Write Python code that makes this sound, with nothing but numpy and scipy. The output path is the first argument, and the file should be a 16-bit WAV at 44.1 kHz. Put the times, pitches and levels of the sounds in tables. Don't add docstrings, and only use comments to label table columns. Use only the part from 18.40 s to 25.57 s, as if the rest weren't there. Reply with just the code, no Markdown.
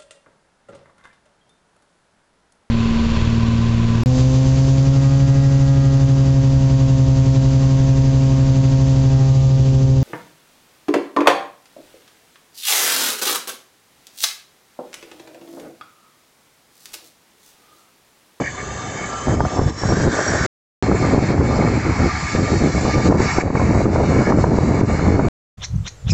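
import sys
import numpy as np
from scipy import signal
from scipy.fft import rfft, irfft, next_fast_len
from scipy.io import wavfile
from scipy.ndimage import uniform_filter1d, minimum_filter1d

SR = 44100
rng = np.random.default_rng(int(sys.argv[2]) if len(sys.argv) > 2 else 0)


def dump_mix(stems):
    frames = np.atleast_2d(stems).T
    limited = np.clip(frames, -1, 1)
    pcm = np.round(limited * 32767).astype(np.int16)
    wavfile.write(sys.argv[1], SR, pcm)


def natural_amplitude(level_db):
    exponent = np.asarray(level_db, float) / 20
    return 10 ** exponent


N = 316197

# (start [s], end [s])
STRETCHES_S = [(0, 2.0635), (2.4254, 6.885)]
# (time [s], hiss before echoes [dB], wheel grind [dB])
TRAM_LEVELS = [
    [(0, -43, -39), (.33, -40, -33.5), (.78, -39, -32.5), (1.2, -40, -34.5), (1.45, -38, -31.5),
     (1.8, -32.5, -32.5), (2.06, -33, -27)],
    [(2.43, -38, -27), (2.7, -37, -26.5), (3.1, -39, -28.5), (3.55, -38.5, -23.5), (3.9, -33, -27),
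     (4.3, -36.5, -31), (4.55, -32, -29.5), (4.9, -33, -22.5), (5.2, -41, -29), (5.85, -39, -28.5),
     (6.2, -42, -32), (6.55, -40.5, -27.5), (6.88, -45, -32.5)],
]
# (centre [Hz], width of each of two passes [Hz], relative level [dB])
WHEEL_MODES = [
    [(1191.3, 20, 3), (1340, 5, -5.5), (743.6, 19, -6), (396.2, 24, -12.5)],
    [(1714, 160, 1), (1833, 77, -3), (2132, 180, -4), (2217, 87, 0.5)],
]
# (frequency [Hz], relative density [dB per Hz])
GRIND_SPECTRA = [
    [(35, -37.5), (60, -6.5), (327, -12), (374, -1), (998, -4), (1160, 0.5), (1350, -11.5), (1670, -1),
     (3200, -28.5), (4160, -48.5), (7040, -120)],
    [(35, -36.5), (60, 1), (259, -5.5), (539, -22), (740, -10), (1180, -11), (1980, -17.5), (2180, -9),
     (3200, -40.5), (4160, -59.5), (7040, -120)],
]
# (frequency [Hz], relative density [dB per Hz])
HISS_SPECTRA = [
    [(1530, -42), (2600, -7), (3490, -4.5), (3820, -9), (4510, -7), (5330, -10.5), (5710, -8.5), (6150, 0),
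     (7270, -2.5), (7750, -4), (8430, -18), (11000, -41), (18500, -120)],
    [(1530, -50.5), (2600, -20), (3550, -7), (4010, -8.5), (5600, -4), (6000, -5.5), (7490, -3), (7990, -7),
     (8430, -15.5), (11000, -59.5), (18500, -120)],
    [(1530, -12.5), (2600, -3), (2900, -10), (3580, -7), (4420, 0), (4950, -3), (6690, -5), (7240, -0.5),
     (7680, -4.5), (8430, -19.5), (11000, -64.5), (18500, -120)],
    [(1530, -27.5), (2600, -2.5), (3040, -7), (3200, -17), (3480, -7.5), (4400, 2), (4910, -2.5), (7340, 0),
     (7790, -4.5), (8430, -16), (11000, -58), (18500, -120)],
]
HISS_TIMES_S = [1.1, 1.6, 2.2, 2.3, 3.9, 5.0]
# (low [dB], high [dB])
RING_SHARES_DB = [(-5.5, -8), (-6, -3)]
# (centre [s], half-width to 1/e [s], swell [dB], group 0 low 1 high)
RING_SWELLS = [(.05, 0.067, 19, 1), (0.196, .04, 10, 1), (0.088, .08, -16.5, 0), (.19, .04, 14, 0),
               (.32, 0.042, 2.5, 0), (.45, 0.052, 6.5, 0), (.6, 0.055, 12, 1), (.76, .06, 10.5, 0),
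               (.88, 0.033, -7, 0), (1.02, 0.082, 14.5, 0), (2.443, .05, 1, 0), (2.616, 0.067, 9.5, 0),
               (3.735, 0.1, 10, 0), (4.506, 0.063, 5, 0), (4.955, .06, 4.5, 0), (6.602, .15, 1.5, 1),
               (5.865, 0.068, 8.5, 1)]
RING_WAVER_DB, RING_WAVER_HZ = 2.5, 18.0
# (mean delay at time 0 [ms], level before fade [dB])
ECHO_PATHS = [(1.4, -9.5), (2.098, -3), (3.4, -6)]
# (time [s], added level [dB])
ECHO_FADE = [(0, 1), (1.6, -1.5), (2.3, -4.5), (7, -5)]
# (full depth from [s], hold [s], depth [dB])
TRAM_DIPS = [(0.963, 0.074, 6), (1.2, 0.056, 2.5), (1.315, 0.038, 7.5), (1.66, .03, 4.5),
             (2.489, 0.05, 3.5), (2.754, .05, 3.5), (2.939, .09, 6), (3.979, 0.035, 3.5),
             (4.562, 0.057, 4.5), (4.696, 0.071, 12.5), (5.03, 0.098, 11), (5.461, 0.048, 8),
             (5.567, .04, 3.5), (5.922, 0.036, 7), (6.05, .07, 5), (6.425, 0.029, 7.5), (6.774, .04, 2.5)]
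DIP_FALL_S, DIP_RECOVER_S = 0.018, 0.04
# (time [s], frequency [Hz], mean level [dB])
GEAR_WHINE = [(.2, 4710, -59.5), (1.0, 5250, -50.5), (1.15, 5370, -43), (1.35, 5420, -42), (1.5, 5570, -38),
              (1.7, 5770, -55), (1.87, 5650, -38.5), (2.06, 5710, -44)]
# (time [s], level [dB])
CAR_LEVEL = [(1.35, -53.5), (1.5, -31.5), (1.8, -27.5), (2.06, -24.5)]
# (centre [Hz], width of each of two passes [Hz])
TYRE_RESONANCE = (1556, 450)
# (full from [s], hold [s], gust [dB], small eddies re gust [dB], largest eddies re gust [dB])
WIND_GUSTS = [(0.0, .012, -20, -0.5, -16), (0.27, 0.21, -33, -6.5, 0.5), (0.484, 0.25, -32.5, -5, -6),
              (0.882, 0.17, -18, -5.5, 0), (1.104, 0.06, -31.5, 3.5, -2), (1.176, 0.043, -23, -0.5, 2),
              (1.244, 0.043, -20.5, -11, 1.5), (1.437, .02, -17.5, -13.5, -5), (1.493, 0.031, -14, -10, -2),
              (1.575, .03, -15, -12, -4.5), (1.632, 0.052, -15, -10, -7), (1.732, 0.094, -22.5, -4, -14),
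              (1.882, 0.091, -20, -1.5, -6), (2.01, .05, -20.5, -11, -4), (2.424, 0.13, -16, -14.5, -7),
              (2.615, 0.22, -14.5, -11.5, -9), (2.9, 0.15, -15, -9.5, -3.5), (3.079, 0.21, -16.5, -7.5, -3),
              (3.246, .12, -16.5, -16, -3.5), (3.455, 0.063, -15.5, -23, -3), (3.596, 0.059, -18, -13, 1.5),
              (3.824, 0.034, -31, -20, 3), (3.954, 0.078, -16, -11.5, -5), (4.079, .09, -17.5, -9.5, -1.5),
              (4.206, 0.089, -12.5, -16, -8.5), (4.357, 0.019, -15.5, -10.5, 1),
              (4.423, 0.066, -17, -9, -3), (4.555, 0.043, -12.5, -9.5, -3), (4.66, 0.048, -10, -17, -2),
              (4.736, 0.026, -16, -6.5, -3), (4.787, 0.073, -18.5, -8.5, -5),
              (4.972, 0.11, -24.5, -0.5, 2.5), (5.147, 0.14, -14.5, -10.5, -7.5),
              (5.288, 0.23, -14, -14, -5), (5.546, 0.093, -14, -8, -3), (5.69, 0.13, -14, -10.5, -6.5),
              (5.877, 0.236, -15, -10.5, -2.5), (6.11, 0.25, -15.5, -10, -2.5),
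              (6.26, 0.18, -16, -16.5, -8), (6.481, 0.073, -18.5, -11.5, -0.5),
              (6.608, 0.12, -14, -9.5, -2), (6.754, .13, -13.5, -15.5, -3.5)]
GUST_RISE_S, GUST_FALL_DB_PER_S = 0.035, 300
# (breeze [dB], small eddies re breeze [dB], largest eddies re breeze [dB])
CALM_BREEZE = (-36, -16.5, -1)
# (time [s], peak [dB], flutter [dB])
PORT_SLAPS = [(0.882, -6, -18.5), (1.004, -10, -10), (1.05, -22, -16), (1.192, 7, -14), (1.215, -2.5, -30),
              (1.434, -9.5, -18), (1.521, -9, -17), (1.6, -10, -19), (1.677, 3, -27), (2.513, -5, -15.5),
              (2.64, -9, -17), (2.745, -2, -19.5), (2.785, -14, -25), (3.008, -2, -16.5), (3.19, -2.5, -25),
              (3.95, -0.5, -25), (4.222, 0, -21.5), (4.275, -14, -18.5), (4.45, -3, -22), (4.58, -3.5, -24),
              (4.706, -10, -21), (4.722, -8, -9), (4.803, 6, -14), (4.984, 11.5, -9), (5.036, -6, -37),
              (5.061, -9, -37), (5.102, -6, -21.5), (5.151, -2, -11.5), (5.196, -11, -17.5),
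              (5.289, -20, -46), (5.375, -3.5, -25), (5.456, -2, -21), (5.558, -12, -12),
              (5.763, -4.5, -26), (5.79, -2.5, -26), (5.871, -5.5, -11), (5.921, -9, -13), (5.973, -2, -25),
              (6.039, -8, -7.5), (6.141, -11, -23.5), (6.186, 10, -29.5), (6.311, 3, -27.5),
              (6.411, 6, -16.5), (6.592, -16, -19.5), (6.741, -1, -24.5), (6.792, -2.5, -13)]
SLAP_WIDTH_MS = 1.7
FLUTTER_MS, FLUTTER_MS_PER_DB = 8.4, -0.2
PORT_TOP_DB = -1.0
STOP_EDGE_HZ = 9316
CEILING_DB, RELEASE_DB_PER_S = -3.3, 120


def rms_one(x):
    return x / np.sqrt(np.mean(x ** 2) + 1e-20)


def in_time(rows):
    s, *columns = np.transpose(rows)
    return [np.interp(np.arange(N) / SR, s, column) for column in columns]


def coarse():
    return np.arange(0, N + 64, 64) / SR


def fine(control):
    return np.interp(np.arange(N) / SR, coarse(), control)


def drift(pole_hz):
    r = np.exp(-40 * np.pi * pole_hz / SR)
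    noise = rng.standard_normal(N // 20 + 2002)
    slow = signal.lfilter([1], [1, -2 * r, r * r], noise)[2000:]
    return np.interp(np.arange(N) / 20, np.arange(len(slow)), rms_one(slow))


def band(x, low_hz, high_hz):
    return signal.sosfilt(signal.butter(2, [low_hz, high_hz], "band", fs=SR, output="sos"), x)


def resonance(x, hz, width_hz):
    r = np.exp(-np.pi * width_hz / SR)
    poles = [1, -2 * r * np.cos(2 * np.pi * hz / SR), r * r]
    return signal.lfilter([(1 - r * r) / 2, 0, (r * r - 1) / 2], poles, x)


def tram():
    hiss_db, grind_db = in_time(sum(TRAM_LEVELS, []))
    roughness = rng.standard_normal(N) * natural_amplitude(2.0 * drift(25.0))
    low, high = [wheel_ring(roughness, modes) for modes in WHEEL_MODES]
    grind = passing_colours(GRIND_SPECTRA, [2.2, 2.3], patchy_db=2.5)
    hiss = near_echoes(passing_colours(HISS_SPECTRA, HISS_TIMES_S, patchy_db=1.4))
    rings = natural_amplitude(ring_db(0)) * low + natural_amplitude(ring_db(1)) * high
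    return natural_amplitude(grind_db) * grind + natural_amplitude(hiss_db) * (hiss + rings)


def wheel_ring(roughness, modes):
    ring = 0
    for hz, width_hz, db in modes:
        mode = resonance(resonance(roughness, hz, width_hz), hz, width_hz)
        ring = ring + natural_amplitude(db) * rms_one(mode)
    return ring


def ring_db(group):
    t = coarse()
    swells = sum(db * np.exp(-((t - s) / length_s) ** 2)
                 for s, length_s, db, which in RING_SWELLS if round(which) == group)
    share = np.where(t < STRETCHES_S[0][1], RING_SHARES_DB[0][group], RING_SHARES_DB[1][group])
    return fine(share + swells) + RING_WAVER_DB * drift(RING_WAVER_HZ)


def passing_colours(spectra, times_s, patchy_db):
    white, size = rng.standard_normal(N), next_fast_len(N)
    hz = np.concatenate(spectra)[:, 0]
    edges_hz = np.geomspace(hz.min(), hz.max(), int(2.5 * np.log2(hz.max() / hz.min())))
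    flickers = [band(white, low, high) * (natural_amplitude(patchy_db * drift(9.0)) - 1)
                for low, high in zip(edges_hz, edges_hz[1:])]
    patchy = rfft(white + sum(flickers), size)
    bins_hz = np.arange(size // 2 + 1) * SR / size
    colour = np.interp(np.arange(N) / SR, times_s, np.repeat(np.arange(len(spectra)), 2)[1:-1])
    out = 0
    for k, spectrum in enumerate(spectra):
        hz, db = np.transpose(spectrum)
        shape = natural_amplitude(np.interp(np.log(bins_hz + 1), np.log(hz), db))
        coloured = rms_one(irfft(patchy * shape, size)[:N])
        out = out + np.maximum(1 - np.abs(colour - k), 0) * coloured
    return out


def near_echoes(x):
    fade_db, = in_time(ECHO_FADE)
    now = np.arange(N)
    out = x
    for delay_ms, db in ECHO_PATHS:
        stretch = 1 + 0.037 * drift(1.2) - 0.05 * now / SR
        delay = delay_ms * SR / 1000 * stretch
        out = out + natural_amplitude(db + fade_db) * np.interp(now - delay, now, x)
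    return out


def dips():
    t = coarse()
    depth_db = 0
    for s, hold_s, db in TRAM_DIPS:
        fall = 1 + (t - s) / DIP_FALL_S
        recovery = 1 - (t - s - hold_s) / DIP_RECOVER_S
        depth_db = depth_db + db * np.clip(np.minimum(fall, recovery), 0, 1)
    return natural_amplitude(-fine(depth_db))


def whine():
    hz, level_db = in_time(GEAR_WHINE)
    phase = 2 * np.pi * np.cumsum(hz) / SR
    smear = drift(65.0) * np.sin(phase) + drift(65.0) * np.cos(phase)
    return natural_amplitude(level_db + 3.5 * drift(14.0)) * smear * (np.arange(N) < STRETCHES_S[0][1] * SR)


def car():
    level_db, = in_time(CAR_LEVEL)
    roar = resonance(resonance(rng.standard_normal(N), *TYRE_RESONANCE), *TYRE_RESONANCE)
    return natural_amplitude(level_db) * rms_one(roar) * (np.arange(N) < STRETCHES_S[0][1] * SR)


def wind():
    large = eddies(300.0, 57.0, 135.0, spread_db=0.0)
    middle = eddies(600.0, 96.0, 340.4, spread_db=2.5) * natural_amplitude(2.2 * drift(16.0))
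    small = eddies(700.0, 300.0, 800.0, spread_db=3.0) * natural_amplitude(3.2 * drift(25.0))
    t = coarse()
    calm_db, calm_small_db, calm_large_db = CALM_BREEZE
    gains = natural_amplitude(calm_db) * natural_amplitude(np.array([[0], [calm_small_db], [calm_large_db]])) * np.ones(len(t))
    for start_s, hold_s, db, small_db, large_db in WIND_GUSTS:
        rise = np.clip(1 + (t - start_s) / GUST_RISE_S, 0, 1)
        fall_db = GUST_FALL_DB_PER_S * np.clip(t - start_s - hold_s, 0, 1)
        gust = rise * natural_amplitude(db - fall_db)
        gains = np.maximum(gains, gust * natural_amplitude(np.array([[0], [small_db], [large_db]])))
    middle_gain, small_gain, large_gain = [fine(gain) for gain in gains]
    return large_gain * large + natural_amplitude(-2.0) * middle_gain * rms_one(middle) + small_gain * rms_one(small)


def eddies(per_s, low_hz, high_hz, spread_db):
    sizes = natural_amplitude(spread_db * np.minimum(rng.exponential(1, N), 4)) * rng.choice([-1, 1], N)
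    born = rng.random(N) < per_s / SR
    return rms_one(band(sizes * born + 1e-18, low_hz, high_hz))


def slaps():
    out, t = np.zeros(N), np.arange(-400, 2000) / SR
    flutter = rms_one(band(band(rng.standard_normal(N), 370.0, 1100.0), 360.0, 1700.0))
    flutter = flutter / np.sqrt(uniform_filter1d(flutter ** 2, size=220) + 0.05)
    u = ((2000 * t - 2) / SLAP_WIDTH_MS) ** 2
    lump = (1 - 0.9 * u) * np.exp(-u)
    signs = rng.choice([-1, -1, -1, 1], len(PORT_SLAPS))
    for (s, peak_db, flutter_db), sign in zip(PORT_SLAPS, signs):
        decay_ms = max(FLUTTER_MS + FLUTTER_MS_PER_DB * (flutter_db + 20), 3)
        age = np.maximum(1000 * t / decay_ms, 0)
        span = slice(round(s * SR) - 400, round(s * SR) + 2000)
        out[span] += sign * natural_amplitude(peak_db) * lump
        out[span] += natural_amplitude(flutter_db) * flutter[span] * np.clip(1000 * t, 0, 1) * np.exp(-age ** 2)
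    return out


def port(pressure):
    pressure = pressure / (1 + (pressure / natural_amplitude(PORT_TOP_DB)) ** 4) ** 0.25
    return signal.sosfilt(signal.butter(4, 1900.0, fs=SR, output="sos"), pressure)


def scene():
    gusts = port(wind() + slaps())
    return (gusts + dips() * (tram() + whine() + car()))[None]


def limiter(x):
    over_db = np.maximum(20 * np.log10(np.abs(x) + 1e-9) - CEILING_DB, 0)
    ramp_db = RELEASE_DB_PER_S * np.arange(N) / SR
    held_db = np.maximum.accumulate(over_db + ramp_db) - ramp_db
    ahead_db = -minimum_filter1d(-held_db, size=65)
    return x * natural_amplitude(-uniform_filter1d(ahead_db, size=65))


def low_pass(x):
    return signal.sosfilt(signal.butter(12, 8580, fs=SR, output="sos"), x)


def record(dry):
    x = signal.sosfilt(signal.cheby2(10, 55, STOP_EDGE_HZ, fs=SR, output="sos"), dry[0])
    t = np.arange(N) / SR
    x = limiter(x) * sum((t >= start_s) & (t < end_s) for start_s, end_s in STRETCHES_S)
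    return low_pass(x[None])


dry = scene()
out = record(dry)
dump_mix(out)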